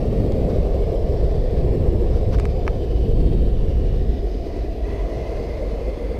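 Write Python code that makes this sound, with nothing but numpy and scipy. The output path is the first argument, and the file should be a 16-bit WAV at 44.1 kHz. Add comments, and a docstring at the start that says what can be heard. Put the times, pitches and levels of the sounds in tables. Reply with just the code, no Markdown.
"""An electric skateboard coasts round a rubber running track, heard from a camera on the rider's helmet.
The track's grain shakes wheels and deck into a hollow roar, and rubber peeling off the track hisses.
Wind thumps the microphone and eases as the board slows. A brief scuff and a few sharp clicks come
midway; then the motor pulls again with a faint, fuzzy whine."""
import sys
import numpy as np
from scipy import signal
from scipy.fft import rfft, irfft
from scipy.io import wavfile
from scipy.ndimage import uniform_filter1d, minimum_filter1d

SR = 44100
rng = np.random.default_rng(int(sys.argv[2]) if len(sys.argv) > 2 else 0)


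def digitize_waveform(pressure):
    """Quantize a signal to 16-bit integers and store it at the path in sys.argv[1].

    Rows of a 2-D input are taken as channels; values are limited to [-1, 1].
    """
    field = np.atleast_2d(pressure).T
    bounded = np.clip(field, -1, 1)
    quanta = np.round(bounded * 32767).astype(np.int16)
    wavfile.write(sys.argv[1], SR, quanta)


N = 272979
TIME = np.arange(N) / SR
WHINE_START_HZ = 1977


def gain_of(db):
    """Turns decibels into a number to multiply a sound by."""
    return 10 ** (np.asarray(db) / 20)


def evened(x):
    """Scales a signal so that its average power is one."""
    return x / np.sqrt(np.mean(x ** 2) + 1e-20)


def follow(rows, t=TIME):
    """Joins timed rows with straight lines, giving one curve for each column after the time."""
    times, *columns = np.transpose(rows)
    return [np.interp(t, times, column) for column in columns]


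def level_at(colour, hz):
    """Looks up the dB at hz in a colour, a table of how strong each frequency is."""
    frequencies, levels_db = np.transpose(colour)
    return np.interp(np.log(hz + 1), np.log(frequencies + 1), levels_db)


def add(mix, start_s, sound):
    """Mixes a sound in at start_s seconds."""
    part = mix[round(start_s * SR):][:len(sound)]
    part += sound[:len(part)]


def noise(colour, size=N):
    """Steady noise with the given colour."""
    gains = gain_of(level_at(colour, np.fft.rfftfreq(size, 1 / SR)))
    return evened(irfft(rfft(rng.standard_normal(size)) * gains, size))


def wander(rate_hz):
    """A smooth random curve that wobbles up to about rate_hz times a second."""
    hz = np.fft.rfftfreq(N, 1 / SR)
    return evened(irfft(rfft(rng.standard_normal(N)) / (1 + (hz / rate_hz) ** 4), N))


def moving_noise(colour_at, size=1024):
    """Noise of even power whose changing colour is colour_at(times, frequencies), in dB."""
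    frames = dict(nperseg=size, noverlap=size - size // 4)
    hz, t, spectra = signal.stft(rng.standard_normal(N), SR, **frames)
    gains = gain_of(colour_at(t, hz[:, None]))
    gains = gains / np.linalg.norm(gains, axis=0)
    return evened(signal.istft(spectra * gains, **frames)[1][:N])


def steadied(x, span_s):
    """Takes the slow, random swells out of a noise."""
    return x / np.sqrt(uniform_filter1d(x ** 2, int(span_s * SR)) + 1e-6)


def fuzzy_tone(hz, width_hz):
    """A narrow band of noise around a pitch, which may be steady or moving."""
    phase = 2 * np.pi * np.cumsum(np.full(N, hz)) / SR
    return evened(wander(width_hz / 2) * np.cos(phase) + wander(width_hz / 2) * np.sin(phase))


def swell(middle_s, length_s, t):
    """A bell-shaped rise and fall, one at its top."""
    return np.exp(-(2 * (t - middle_s) / length_s) ** 2)


def chop(t=TIME):
    """How choppy the air is: spells full of small swirls come and go."""
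    # Each row: middle in seconds, length in seconds, lift of the small swirls in dB.
    squalls = [(0.19, 1, 5.5), (1.8, 0.54, 3), (3.246, 0.74, 3.5)]
    return sum(lift_db * swell(middle_s, length_s, t) for middle_s, length_s, lift_db in squalls)


def pace(t=TIME, cruise_m_per_s=5):
    """The board slows, then picks up a little: 0 means cruising speed, -1 half of it."""
    # Each row: time in seconds, speed in metres per second.
    speeds = [(0, 7.06), (1.9, 5.94), (3.1, 4.96), (3.7, 4.66), (4.7, 3.41), (6.19, 4.1)]
    return np.log2(follow(speeds, t)[0] / cruise_m_per_s)


def load(rise_s=0.1, release_s=0.12, sag_per_s=0.1):
    """How hard the motor works: each pull builds quickly, sags as the board gains speed, and lets go."""
    # Overlapping pulls add up. Each row: start in seconds, length in seconds, strength from 0 to 1.
    pulls = [(4.42, .17, 0.5), (4.78, 1.6, .75), (4.826, 0.13, 0.3), (5.213, 0.1, 0.3)]
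    total = 0
    for start_s, length_s, strength in pulls:
        age = np.maximum(TIME - start_s, 0)
        fall = np.exp(-sag_per_s * age - np.maximum(age - length_s, 0) / release_s)
        total += strength * np.minimum(age / rise_s, 1) * fall
    return total


def whine_pitch(t=TIME, climb_start_s=4.9, climb_hz_per_s=190, top_hz=2080):
    """The motor's pitch in Hz, which climbs steadily and then levels off."""
    return np.minimum(WHINE_START_HZ + climb_hz_per_s * np.maximum(t - climb_start_s, 0), top_hz)


def camera_whistle(level_db=-3):
    """The camera's electronics give off faint, steady, high tones."""
    # Each row: pitch in Hz, relative level in dB.
    tones = [(6293, -78), (6325, -76), (8716, -83), (12618, -73.5)]
    return sum(gain_of(level_db + db) * np.sqrt(2) * np.sin(2 * np.pi * hz * TIME) for hz, db in tones)


def clock_ripple(sound):
    """The camera's sample clock wobbles, which adds faint copies of the sound in the treble."""
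    # Each row: wobble rate in Hz, timing swing in dB (0 dB is one sample).
    ripples = [(7812, -17), (11719, -20), (15625, -23)]
    swing = sum(gain_of(db) * np.sin(2 * np.pi * hz * TIME) for hz, db in ripples)
    return swing * np.gradient(sound, axis=1)


def limited(x, ceiling_db=-6, hold_s=0.02):
    """A limiter turns the sound down briefly around the strongest thumps."""
    size = int(hold_s * SR)
    allowed_gain = np.minimum(gain_of(ceiling_db) / (abs(x) + 1e-9), 1)
    return x * uniform_filter1d(minimum_filter1d(allowed_gain, size), size)


def boom(level_db=-28):
    """A deep, steady boom runs under everything and shows when the wind drops."""
    return gain_of(level_db) * steadied(fuzzy_tone(hz=52, width_hz=16), span_s=0.36)


def hums(fade_s=0.14):
    """Low, rough hums well up in the roar, hold and fade out."""
    # Each row: middle in seconds, length in seconds, pitch in Hz, level in dB.
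    spells = [(.2, 0.71, 209.8, -30.5), (1.85, 0.51, 358.5, -30), (3.146, .25, 438.5, -32)]
    out = np.zeros(N)
    for middle_s, length_s, hz, level_db in spells:
        fade = np.clip((length_s / 2 - abs(TIME - middle_s)) / fade_s + 0.5, 0, 1)
        out += gain_of(level_db) * fade * fuzzy_tone(hz, width_hz=80)
    return out


def drone(fringe_db=-7):
    """A drone with a wider, fainter fringe comes and goes, pitched above the roar."""
    # Each row: time in seconds, pitch in Hz, level in dB.
    course = [(0, 591.5, -39), (1.0, 640, -36), (1.9, 669, -46.5), (2.6, 698, -41), (3.4, 691.4, -50),
              (4.4, 665.3, -41), (5.35, 637.8, -36.5), (5.8, 553.4, -36.5), (6.19, 471, -40)]
    hz, level_db = follow(course)
    core = fuzzy_tone(hz, width_hz=144)
    return gain_of(level_db) * (core + gain_of(fringe_db) * fuzzy_tone(hz, width_hz=300))


def scuffs():
    """Brief rubs that swell and fade."""
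    # Each row: middle in seconds, length in seconds, level in dB.
    rubs = [(0.505, .05, -45), (2.15, 0.12, -47.5), (2.341, 0.05, -38)]
    # Each row: frequency in Hz, relative level in dB.
    rub_colour = [(400, -5), (1000, 11), (2000, -2), (3500, -6), (5600, -4.5), (7000, -22), (15000, -30)]
    out = np.zeros(N)
    for middle_s, length_s, level_db in rubs:
        size = int(length_s * SR)
        arch = np.sin(np.linspace(0, np.pi, size))
        add(out, middle_s - length_s / 2, gain_of(level_db) * noise(rub_colour, size) * arch)
    return out


def clicks(rebound_s=0.00191, rebound_db=-5, snap_fade_s=0.0066):
    """Each small, hard click rings briefly with a bright snap, and bounces once."""
    # Each row: start in seconds, level in dB, relative level of the snap in dB.
    hits = [(0.321, -35.5, 5), (2.3858, -27, -4), (2.3982, -21, -3.5), (2.4540, -20, -11),
            (2.667, -27, -21), (2.678, -10, -30)]
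    # Each row: pitch in Hz, relative level in dB, seconds to fade by 60 dB.
    ring_tones = [(828, 4.5, 0.024), (1275, 3.5, 0.041), (1750, 2, 0.017), (2327, 3, 0.022),
                  (2970, -6.5, 0.011), (4200, -15, 0.0075), (5600, -11, 0.0074)]
    # Each row: frequency in Hz, relative level in dB.
    snap_colour = [(500, -12), (2000, 8), (4500, 7), (7000, 0), (9000, -4), (15000, -16)]
    out, t = np.zeros(N), np.arange(2048) / SR
    ring = sum((-1) ** k * gain_of(db - 60 * t / fade_s) * np.sin(2 * np.pi * hz * t)
               for k, (hz, db, fade_s) in enumerate(ring_tones))
    ring /= abs(ring).max()
    for start_s, level_db, snap_db in hits:
        for delay_s, loss_db in [(0, 0), (rebound_s, rebound_db)]:
            snap = noise(snap_colour, len(t)) * gain_of(snap_db - 60 * t / snap_fade_s) / 2
            add(out, start_s + delay_s, gain_of(level_db + loss_db) * (ring + snap))
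    return out


def wind(level_db=0.53, usual_db=-20, buffet_db=0.96, gust_s=0.042, deep_hz=30, small_above_hz=60):
    """Swirls of air thump the microphone: deep ones in gusts, smaller, higher ones in choppy air."""
    # Each row: time in seconds, strength of the airflow in dB.
    airflow = [(0, -19.5), (1.0, -21), (1.6, -17), (2.65, -19.5), (2.83, -24.5), (3.1, -16), (4.05, -19),
               (4.3, -26.5), (6.19, -29.5)]
    # Each row: middle of a gust in seconds, lift in dB.
    gusts = [(.03, -1.5), (.58, 6.5), (1.24, 4.5), (2.16, 0), (2.28, 1), (3.22, 1.5), (3.51, 3), (4.55, 4),
             (4.95, 4), (5.39, 10.5), (5.91, 3.5)]
    # Each row: frequency in Hz, relative level in dB.
    wind_colour = [(8, -22.5), (18, -3.5), (28, 4.5), (40, -1), (52, 2.5), (75, -5.5), (110, -9.5),
                   (160, -13.5), (220, -20.5), (320, -25), (600, -45.5), (1200, -63), (4000, -102)]

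    def gust_db(t):
        return sum(lift_db * swell(middle_s, gust_s, t) for middle_s, lift_db in gusts)

    def colour_at(t, hz):
        excess_db = follow(airflow, t)[0] - usual_db
        small_swirls_db = -1.5 + 0.36 * excess_db + chop(t) - gust_db(t)
        upper_range = np.clip(np.log2((hz + 1) / small_above_hz), 0, 1)
        deep_swirls_db = excess_db / (1 + (hz / deep_hz) ** 4)
        return level_at(wind_colour, hz) + small_swirls_db * upper_range + deep_swirls_db
    swirls = steadied(moving_noise(colour_at, size=4096), span_s=0.0703)
    strength_db = follow(airflow)[0] + gust_db(TIME) + buffet_db * wander(rate_hz=13)
    return gain_of(level_db + strength_db) * swirls


def motor(level_db=-51, rasp_db=4, shimmer_db=-26, pulsing_db=2, throb_hz=5.5, settled_s=4.8):
    """The motor pulls with a fuzzy, pulsing whine, a lower tone, a rasp and a throbbing high shimmer."""
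    # Each row: frequency in Hz, relative level in dB.
    rasp_colour = [(300, -24), (700, 4.5), (950, 8), (1400, -3.5), (2600, -4.5), (3400, -33), (4500, -7.5),
                   (5100, -27), (6300, -12.5), (7200, -26), (15000, -43)]
    hz = whine_pitch()
    whine = gain_of(pulsing_db * wander(rate_hz=9.9)) * fuzzy_tone(hz, width_hz=186)
    # The tone about an octave down fades once the board is under way.
    lower_db = -1 - 11 * np.clip(TIME - settled_s, 0, 1)
    lower = gain_of(lower_db) * fuzzy_tone(hz * 0.495, width_hz=86.4)
    throb = 1 + 0.5 * np.sin(2 * np.pi * throb_hz * TIME + wander(rate_hz=2))
    shimmer = gain_of(shimmer_db) * throb * fuzzy_tone(hz=9950, width_hz=500)
    rasp = gain_of(rasp_db) * noise(rasp_colour)
    return gain_of(level_db) * load() * (whine + lower + shimmer + rasp)


def hiss(level_db=-50.5, flutter_db=0.72, patchy_db=2, peak_db=2, treble_hz=5400):
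    """Rubber peels off the track with a fluttering hiss, louder with speed and as the motor pulls."""
    # Each row: frequency in Hz, relative level in dB.
    hiss_colour = [(400, -14), (950, 4.5), (1180, 5.5), (1400, -1), (1800, 3.5), (2300, 1.5), (3000, 0.5),
                   (3700, -0.5), (4600, -1), (5500, -6), (6400, -12.5), (7000, -19), (10000, -20),
                   (15500, -55)]
    # Each row: time in seconds, centre of a broad peak in Hz, lift of the treble in dB.
    drift = [(0, 2300, 1), (1.2, 2210, 1.5), (1.9, 2080, -2), (2.6, 2500, 3), (3.3, 3200, -4.5),
             (4.4, 2620, 3.5), (4.9, 2600, -0.5), (5.5, 2650, 3), (6.19, 2620, -4)]

    def colour_at(t, hz):
        def hump(centre_hz, octaves):
            return np.exp(-(np.log2((hz + 1) / centre_hz) / octaves) ** 2)
        peak_hz, treble_db = follow(drift, t)
        lift_db = treble_db * hump(treble_hz, octaves=0.59) + peak_db * hump(peak_hz, octaves=0.32)
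        # Random patches, smoothed over frequency and then over time.
        patches = uniform_filter1d(rng.standard_normal(lift_db.shape), size=5, axis=0)
        patches = uniform_filter1d(patches, size=60, axis=1)
        return level_at(hiss_colour, hz) + lift_db + patchy_db * evened(patches)
    peeling = moving_noise(colour_at)
    return peeling * gain_of(level_db + 2 * pace() + load() + flutter_db * wander(rate_hz=24))


def wheels(roar_db=-30, body_db=-39.5, bumps_db=1.23):
    """The track's grain shakes wheels and deck into a hollow roar over a deep body."""
    # Each row of both tables: frequency in Hz, relative level in dB.
    roar_colour = [(60, -38), (170, -9), (215, -9.5), (270, -14.5), (350, -2), (420, 2.5), (500, -1),
                   (600, -10.5), (720, -15.5), (820, -24), (1100, -31), (1400, -48.5), (2500, -68.5)]
    body_colour = [(60, -31), (160, -14.5), (215, -3.5), (290, 0.5), (350, -3), (500, -23), (1000, -55)]

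    # The roar grows quieter and lower as the board slows, and rises as the motor pulls.
    def colour_at(t, hz):
        pitch_ratio = 2 ** (0.16 * pace(t)) * (whine_pitch(t) / WHINE_START_HZ) ** 2.34
        return level_at(roar_colour, hz / pitch_ratio)
    rolling = steadied(moving_noise(colour_at, size=2048), span_s=0.14)
    roar = gain_of(roar_db + 9 * pace() + 2.5 * load()) * rolling
    # The body comes forward in slow coasting and in choppy air.
    body = gain_of(body_db - 6 * pace() + 1.64 * chop() - 2 * load()) * noise(body_colour)
    return (roar + body) * gain_of(bumps_db * wander(rate_hz=18))


def scene():
    """Wind, board and small handling sounds meet at one microphone."""
    return (wind() + boom() + hums() + wheels() + drone() + hiss() + motor() + clicks() + scuffs())[None]


def record(dry):
    """The camera adds its ripple and whistle, holds down loud thumps and cuts the highest treble."""
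    picked_up = dry + clock_ripple(dry) + camera_whistle()
    treble_cut = signal.firwin(511, cutoff=15750, window=("kaiser", 9), fs=SR)
    return signal.oaconvolve(limited(picked_up), treble_cut[None], "same")


dry = scene()
out = record(dry)
digitize_waveform(out)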